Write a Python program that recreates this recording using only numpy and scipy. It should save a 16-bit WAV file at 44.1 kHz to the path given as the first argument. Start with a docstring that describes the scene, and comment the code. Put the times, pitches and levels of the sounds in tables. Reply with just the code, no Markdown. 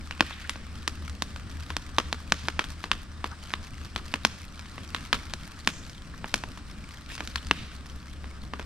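"""In a field at the edge of a forest, a pile of wood, cardboard and rubbish burns a few steps away.
Flames rumble, embers sizzle and crackle, and a distant low hum fades and returns lower.
Pockets of steam burst in the wood as dry pops, impulses reflected by the ground, the junk and the trees.
Escaping gas excites cavities in the wood as soft pitched puffs, and jets of steam hiss briefly."""
import sys
import numpy as np
from scipy import signal
from scipy.fft import rfft, irfft
from scipy.io import wavfile
from scipy.ndimage import uniform_filter1d

SR = 44100
rng = np.random.default_rng(int(sys.argv[2]) if len(sys.argv) > 2 else 0)


def pcm_store(signal):
    """Save signal as 16-bit PCM."""
    levels = np.round(np.clip(np.atleast_2d(signal), -1, 1) * 32767)
    wavfile.write(sys.argv[1], SR, levels.astype(np.int16).T)


N = 381465

# spectra of the flames, the sizzle and the crackle: (frequency [Hz], relative level [dB])
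FLAME_SPECTRUM = [(15, -29), (25, -5), (55, 3.5), (72, -3), (100, -8.5), (190, -6.5), (270, -11.5),
                  (400, -22.5), (700, -25.5), (2000, -57)]
SIZZLE_SPECTRUM = [(200, -16), (600, -14), (850, -4.5), (1200, 4.5), (1780, 1), (2100, -2.5), (3300, -5.5),
                   (5400, -7), (6800, -14.5), (8500, -10), (12500, -34.5), (15500, -18)]
CRACKLE_SPECTRUM = [(150, -38), (600, -5), (1400, -3), (4500, -2.5), (8000, -9), (12500, -14.5),
                    (16000, -35)]
# embers burning evenly, a little calmer at the end: (time [s], level [dB])
EMBER_LEVELS = [(0, -49), (2.4, -48.5), (3.0, -50), (3.45, -49), (4.5, -50), (5.0, -47.5), (6.05, -49.5),
                (6.35, -49), (7.35, -49), (8.0, -51), (8.65, -51)]
# course of the distant hum: (time [s], pitch [Hz], level [dB])
HUM_COURSE = [(0, 74.5, -42.5), (2.35, 76.2, -41.5), (3, 77, -47), (5.4, 79.5, -48), (6.1, 78, -56.5),
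              (6.75, 72.05, -61), (7.35, 69.5, -45), (8.65, 69.5, -45.5)]
# the clearest bursts of steam: (time [s], strength [dB], treble [dB], bass [dB],
# scatter from the junk [dB], resonance of the split piece [Hz])
STEAM_BURSTS = [(0.11, 3, -7.5, -8, -11.5, 2810), (0.196, -3, -12, 1, -3, 2800),
                (0.2075, 20.5, -12, -1.5, -19, 4800), (0.3087, -3, -14, -1, -20, 900),
                (0.4953, 7, 1, -9.5, -19, 3240), (0.558, -6.5, -19, 2, -14, 4300),
                (0.878, 10, 1, -6.5, -19, 4760), (1.0796, -6, 0, -12, -7, 1400),
                (1.2222, 7.5, 3.5, -1.5, -21, 4050), (1.3614, -4.5, -4, 0.5, -5, 1300),
                (1.704, 3, -6, -2, -11.5, 1040), (1.7672, 7, 0, -1.5, -30, 5400),
                (1.9843, 18, -9.5, -1.5, -14, 6150), (2.1282, 8.5, -3.5, 1, -21, 4100),
                (2.3221, 18, -5.5, -3, -19.5, 6300), (2.4848, 11.5, -9.5, -3, -16.5, 6300),
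                (2.593, 15, -14, -4.5, -11.5, 6300), (2.6416, -2, 0, -7, -14, 3340),
                (2.7034, -15, 11, -3, -8, 4100), (2.8405, 4.5, -7, -0.5, -12, 890),
                (2.9156, 16.5, -8, -12, -18.5, 3340), (3.2428, 9, -11.5, 0.5, -13, 930),
                (3.5052, -6, -10, -4, -19.5, 2200), (3.5379, 10.5, -11, -5.5, -21, 3400),
                (3.9615, 6.5, -5, -2, -9.5, 4130), (4.1399, 12.5, -6, 0.5, -14, 2800),
                (4.25, 19, -3, -3, -22, 5470), (4.594, -7, 0, -7, -10, 5200),
                (4.7806, -2.5, -15, 3, -10, 2060), (4.9474, 9, -7, -8.5, -12.5, 3600),
                (5.1294, 17.5, -7.5, -6.5, -7, 3620), (5.337, 2, 3.5, -1, -25, 4060),
                (5.6746, 17, -1.5, -4, -15, 2900), (6.2436, 3.5, -30, -2, -16, 895),
                (6.3418, 14, 2.5, -2, -18.5, 2400), (6.4377, 2.5, -9.5, 1, -16, 885),
                (6.5742, -7.5, -1, -2, -8, 1000), (7.153, -9.5, 7, -9, -23, 3800),
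                (7.1795, -1.5, -10, -8, -4, 5700), (7.2057, 4, -11.5, -3, -14, 6300),
                (7.2752, -3.5, 4.5, -27, -31, 3980), (7.3583, 8.5, -6, -11, -12.5, 4170),
                (7.4691, -11, 5.5, -11, -18.5, 4700), (7.5117, 20, -10, -2, -20, 2930),
                (8.2427, -7, -23, 4, -7, 6300), (8.5362, 4, -12, 2, -12, 1240),
                (8.5957, 0.5, -8.5, 4, -4, 1490)]
# spectrum of a burst: (frequency [Hz], relative level [dB])
POP_SPECTRUM = [(40, -29), (130, -8.5), (220, 3), (450, 5.5), (800, -2.5), (1150, 6), (1700, 0.5),
                (2150, -0.5), (3100, -0.5), (5800, -6), (7200, -11), (12000, -25.5), (16000, -47)]
# reverberation of the forest: (frequency [Hz], 60 dB decay time before stretching [s])
FOREST_DECAY = [(200, 0.52), (1000, 0.81), (3000, 0.5), (8000, 0.53), (15000, 0.26)]
# spectrum of that reverberation: (frequency [Hz], relative level [dB])
FOREST_SPECTRUM = [(100, -3), (500, -5), (1500, 2), (3500, 8.5), (12000, 13.5)]
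# pops ringing back from the trees:
# (time [s], level [dB], centre [Hz], half width [octaves], decay stretch [ratio])
TREE_ECHOES = [(0.206, -2, 2400, 0.54, 3.2), (2.322, -2, 3680, 0.54, 1.23), (5.675, -3, 6500, 0.21, 1.27),
               (7.512, 1.5, 2920, 0.52, 1.5)]
# puffs of gas from the wood: (time [s], level [dB], centre [Hz], length [s])
GAS_PUFFS = [(0.322, -46, 3540, 0.022), (0.439, -45.5, 1690, 0.024), (3.303, -45, 1240, 0.042),
             (3.99, -47, 1130, 0.014), (6.135, -46, 1490, 0.015), (7.376, -42.5, 3250, 0.015)]
# jets of steam from the wood: (time [s], length [s], level [dB])
STEAM_JETS = [(0.493, 0.023, -40), (7.08, 0.1, -44), (7.193, 0.26, -55)]
# likeness of diffuse sound in the two channels: (frequency [Hz], coherence [ratio])
COHERENCE = [(50, .95), (300, .92), (700, .87), (1400, .8), (3100, .65), (7000, .4), (15000, .1)]
# stereo balance: (frequency [Hz], left minus right [dB])
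STEREO_BALANCE = [(60, 1.5), (300, 1), (2000, 1.5), (5000, 0.5), (8000, 0), (14000, -5.5)]
# phase of the left channel against the right, negative for a lag: (frequency [Hz], phase [rad])
LEFT_PHASE = [(20, -0.43), (250, -0.37), (1000, -0.38), (2100, -0.78), (5000, -0.85), (8000, -1.7),
              (14000, -1.8)]


def gain_of(db):
    """Amplitude grows tenfold for every 20 dB."""
    return 10 ** (np.asarray(db) / 20)


def unit_rms(x):
    """Normalisation to an rms of 1."""
    return x / np.sqrt(np.mean(x ** 2) + 1e-20)


def at_hz(points, hz):
    """Interpolation of a spectrum on a log-frequency axis."""
    f, value = np.transpose(points)
    return np.interp(np.log(hz + 1), np.log(f + 1), value)


def curves(rows):
    """Linear interpolation of each column of a time table, sample by sample."""
    s, *columns = np.transpose(rows)
    return [np.interp(np.arange(N) / SR, s, c) for c in columns]


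def add(mix, s, sound):
    """Superposition: a sound joins the mix at time s."""
    part = mix[..., max(round(s * SR), 0):][..., :sound.shape[-1]]
    part += sound[..., :part.shape[-1]]


def bins(size):
    """Frequencies of a discrete Fourier transform."""
    return np.fft.rfftfreq(size, 1 / SR)


def pulse(db):
    """Minimum phase gives the shortest causal pulse with this spectrum."""
    log_gain = np.log(gain_of(np.concatenate([db, db[-2:0:-1]])))
    return np.fft.ifft(np.exp(np.conj(signal.hilbert(log_gain)))).real


def drift(hz):
    """Band-limited random fluctuation of rms 1, no faster than hz."""
    return unit_rms(irfft(rfft(rng.standard_normal(N)) * (bins(N) < hz), N))


def diffuse(spectrum, patchy_db):
    """A diffuse field: noise with drifting patches, less coherent between channels as frequency rises."""
    hz = bins(1024)
    a, b, c, d, patches = rng.standard_normal((N // 256 + 5, len(hz), 5)).T
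    patches = unit_rms(uniform_filter1d(uniform_filter1d(patches, size=14, axis=0), size=12, axis=1))
    coherence = np.clip(at_hz(COHERENCE, hz), -1, 1)[:, None]
    left = a + 1j * b
    right = coherence * left + np.sqrt(1 - coherence ** 2) * (c + 1j * d)
    frames = np.array([left, right]) * gain_of(at_hz(spectrum, hz)[:, None] + patchy_db * patches)
    return unit_rms(signal.istft(frames, nperseg=1024, noverlap=768)[1][:, :N])


def flare(settle_s=0.085, full_db=20):
    """Relaxation: gas freed by a burst feeds the fire, a step of 1 at full_db that decays exponentially."""
    kicks = np.zeros(N)
    for s, db, *_ in STEAM_BURSTS:
        add(kicks, s, gain_of([db - full_db]))
    return signal.lfilter([1], [1, -np.exp(-1 / (settle_s * SR))], kicks)


def flames(surge, level_db=-44, flutter_db=1.5, swell_db=.6, flare_db=4):
    """Combustion noise: a low rumble that flutters, swells and rises with each surge of gas."""
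    db = level_db + flutter_db * drift(hz=10) + swell_db * drift(hz=1.2) + flare_db * surge
    return gain_of(db) * diffuse(FLAME_SPECTRUM, patchy_db=0.7)


def crackle(per_s=650, spread_db=6, colour_db=3, clumping=.6, ring=0.13, ring_s=0.0023, twigs=60):
    """Shot noise: tiny snaps come in flurries, each twig with its own colour and damped resonance."""
    hz, t = bins(512), np.arange(512) / SR
    out = np.zeros((2, N))
    chance = per_s / twigs / SR * np.exp(clumping * drift(hz=10))
    for twig_hz in np.geomspace(1100, 6000, twigs):
        colour = np.transpose([np.geomspace(600, 14000, 8), colour_db * rng.standard_normal(8)])
        snap = pulse(at_hz(CRACKLE_SPECTRUM, hz) + at_hz(colour, hz))
        resonance = ring * np.exp(-t / ring_s) * np.cos(2 * np.pi * twig_hz * t)
        rattle = 0.17 * rng.standard_normal((2, len(t))) * np.exp(-t / 0.0019)
        grain = unit_rms(irfft(rfft(snap) * rfft((t == 0) + rattle + resonance)))
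        starts = np.flatnonzero(rng.random(N) < chance)
        sizes = gain_of(spread_db * np.minimum(rng.exponential(1, N)[starts], 4))
        for start, size in zip(starts, sizes):
            add(out, start / SR, size * grain)
    return unit_rms(out)


def embers(surge, sizzle_db=-3, crackle_db=-4.5, stir_db=3, waver_db=.5):
    """Common modulation: sizzle and crackle share one envelope, which rises with each surge of gas."""
    db, = curves(EMBER_LEVELS)
    sizzle = diffuse(SIZZLE_SPECTRUM, patchy_db=1.1) * gain_of(.7 * drift(hz=50))
    sound = gain_of(sizzle_db) * sizzle + gain_of(crackle_db) * crackle()
    return gain_of(db + stir_db * surge + waver_db * drift(hz=4.4)) * sound


def hum(level_db=-1, waver_db=4, wander_hz=1.55):
    """Random frequency and amplitude modulation make a low pure tone waver."""
    hz, db = curves(HUM_COURSE)
    cycles = np.cumsum(hz + wander_hz * drift(hz=11.6)) / SR
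    envelope = gain_of(db + level_db + waver_db * drift(hz=11))
    return envelope * np.sqrt(2) * np.sin(2 * np.pi * cycles)


def pop(db, treble_db, bass_db, junk_db, ring_hz):
    """Multipath interference: a burst's pulse adds to its reflections from pile, ground and junk."""
    hz, t = bins(4096), np.arange(4096) / SR
    shared, left, right, hollow = rng.standard_normal((4, len(t)))
    # the paths through the pile differ between the channels mostly in the treble
    paths = shared + irfft(rfft(np.array([left, right])) * (0.63 + (hz / 7000) ** 2))
    pile_db, pile_s = -9, 0.0032
    rattle = rfft(paths * np.exp(-t / pile_s)) / np.sqrt(pile_s * SR / 2) * hz / (hz + 1500)
    # the hollows of the pile answer with a short low thud
    thud_hz, thud_s = 300, 0.0067
    lowpass = signal.butter(4, thud_hz, fs=SR, output="sos")
    thud = rfft(signal.sosfilt(lowpass, hollow * np.exp(-t / thud_s))) / np.sqrt(thud_s * SR / 2)
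    # soft ground returns little treble, and its delay cancels part of the low mids
    ground_s = 0.001252 * rng.uniform(0.844, 1.037)
    bounce = 0.72 * np.exp(-2j * np.pi * hz * ground_s) / (1 + (hz / 2500) ** 2)
    # boards close by scatter at once, the junk further off a little later
    junk_s = 0.014 * rng.uniform(.93, 1.12)
    boards = 1.96 * np.exp(-t / 0.0051)
    junk = (t > junk_s) * np.exp(-(t - junk_s) / 0.011)
    clumps = np.exp(.5 * np.interp(t, t[::64], rng.standard_normal(len(t[::64]))))
    scatter = paths * clumps * (boards + junk)
    scatter = rfft(scatter) / np.linalg.norm(scatter[0])
    transfer = 1 + bounce + gain_of(pile_db) * rattle + thud + gain_of(junk_db + 17) * scatter
    tilt_db = at_hz([(700, bass_db), (1300, 0.015), (2600, 0), (6500, treble_db)], hz)
    burst = rfft(pulse(at_hz(POP_SPECTRUM, hz) + tilt_db))
    # an all-pass filter follows the push with a suction
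    collapse = (1j * hz / 800 - 1) / (1j * hz / 800 + 1)
    # the split piece of wood rings for a cycle or two
    resonance = 1 + .7 / (1 + 1j * (hz - ring_hz) / (.11 * ring_hz))
    spectrum = burst * collapse * resonance * transfer
    midband_rms = np.sqrt(np.mean(abs(spectrum[:, (hz > 900) & (hz < 3000)]) ** 2))
    return gain_of(db) * irfft(spectrum) / midband_rms


def forest_tail(colour_db, stretch=0.73, start_s=0.02, rise_s=0.031):
    """Reverberation: reflections from many trunks decay band by band; colour_db is a function of Hz."""
    t = np.arange(SR) / SR
    shared, left, right = rng.standard_normal((3, SR))
    hz, when, frames = signal.stft(shared + .8 * np.array([left, right]), SR, nperseg=256)
    t60 = stretch * at_hz(FOREST_DECAY, hz)
    frames *= gain_of(colour_db(hz)[:, None] - 60 * when / t60[:, None])
    onset = 1 - np.exp(-np.maximum(t - start_s, 0) / rise_s)
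    lumps = gain_of(1.5 * drift(hz=60)[:SR])  # groups of trunks answer together
    return signal.istft(frames, SR, nperseg=256)[1][:, :SR] * onset * lumps / np.sqrt(SR / 20)


def pops(forest_db=-21, echo_db=1):
    """Convolution gives the pops the forest's faint answer; a few also ring back in a band of their own."""
    direct, echoes = np.zeros((2, 2, N))
    for s, *burst in STEAM_BURSTS:
        add(direct, s, pop(*burst))
    for s, db, centre_hz, octaves, stretch in TREE_ECHOES:
        band = lambda hz: -10 * np.log10(1 + (np.log2((hz + 1) / centre_hz) / octaves) ** 4)
        add(echoes, s, gain_of(db + echo_db) * forest_tail(band, stretch))
    response = forest_tail(lambda hz: at_hz(FOREST_SPECTRUM, hz))
    forest = signal.fftconvolve(direct, response, axes=1)[:, :N]
    return direct + gain_of(forest_db) * forest + echoes


def small_pops(count=18):
    """Random impulses: one smaller pocket bursts at a chance moment in each equal span of time."""
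    out = np.zeros((2, N))
    for k, (when, pitch, size, bright) in enumerate(rng.random((count, 4))):
        sound = pop(db=-14.5 + 4 * size, treble_db=-5 + 12 * bright, bass_db=-4, junk_db=-13,
                    ring_hz=1000 * 6 ** pitch)
        add(out, (k + when) / count * N / SR, sound)
    return out


def puffs(half_width_hz=420):
    """Cavity resonance: gas escapes through a small hollow in the wood, which gives each puff its pitch."""
    out = np.zeros((2, N))
    for s, db, centre_hz, length_s in GAS_PUFFS:
        noise = rng.standard_normal((2, 4096))
        cavity = 1 / (1 + ((bins(4096) - centre_hz) / half_width_hz) ** 4)
        ring = irfft(rfft(noise[0] + 0.4 * noise) * cavity)[:, :round(length_s * SR)]
        add(out, s, gain_of(db) * unit_rms(ring * signal.windows.tukey(ring.shape[1], .7)))
    return out


def jets(sputter_db=3):
    """Jet noise: steam escapes in short, sputtering broadband hisses."""
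    flow = np.zeros(N)
    for s, length_s, db in STEAM_JETS:
        add(flow, s, gain_of(db) * signal.windows.tukey(round(length_s * SR), .5))
    hiss = diffuse([(500, -16), (1500, 1), (4000, 1), (9000, -9), (15000, -19)], patchy_db=-5)
    return flow * gain_of(sputter_db * drift(hz=201)) * hiss


def scene():
    """Path difference: the fire lies a little to the right, so the summed sound lags on the left."""
    bursts = pops() * gain_of([[-.5], [.5]]) + small_pops()
    surge = flare()
    mix = bursts + flames(surge) + embers(surge) + jets() + puffs() + hum()
    hz = bins(N)
    lean_db = at_hz(STEREO_BALANCE, hz) / 2
    left = gain_of(lean_db) * np.exp(1j * at_hz(LEFT_PHASE, hz))
    right = gain_of(-lean_db)
    return irfft(rfft(mix) * np.array([left, right]), N)


def record(dry, edge_hz=16200):
    """Overload and band limiting: the loudest pops clip, then the treble rolls off towards edge_hz."""
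    top_db = at_hz([(9000, 0), (13000, -1.5), (14800, -8), (16000, -16)], bins(N))
    dulled = irfft(rfft(np.clip(dry, -1, 1)) * gain_of(top_db), N)
    lowpass = signal.firwin(255, edge_hz, window=("kaiser", 9), fs=SR)
    return signal.oaconvolve(dulled, lowpass[None], "same")


dry = scene()
out = record(dry)
pcm_store(out)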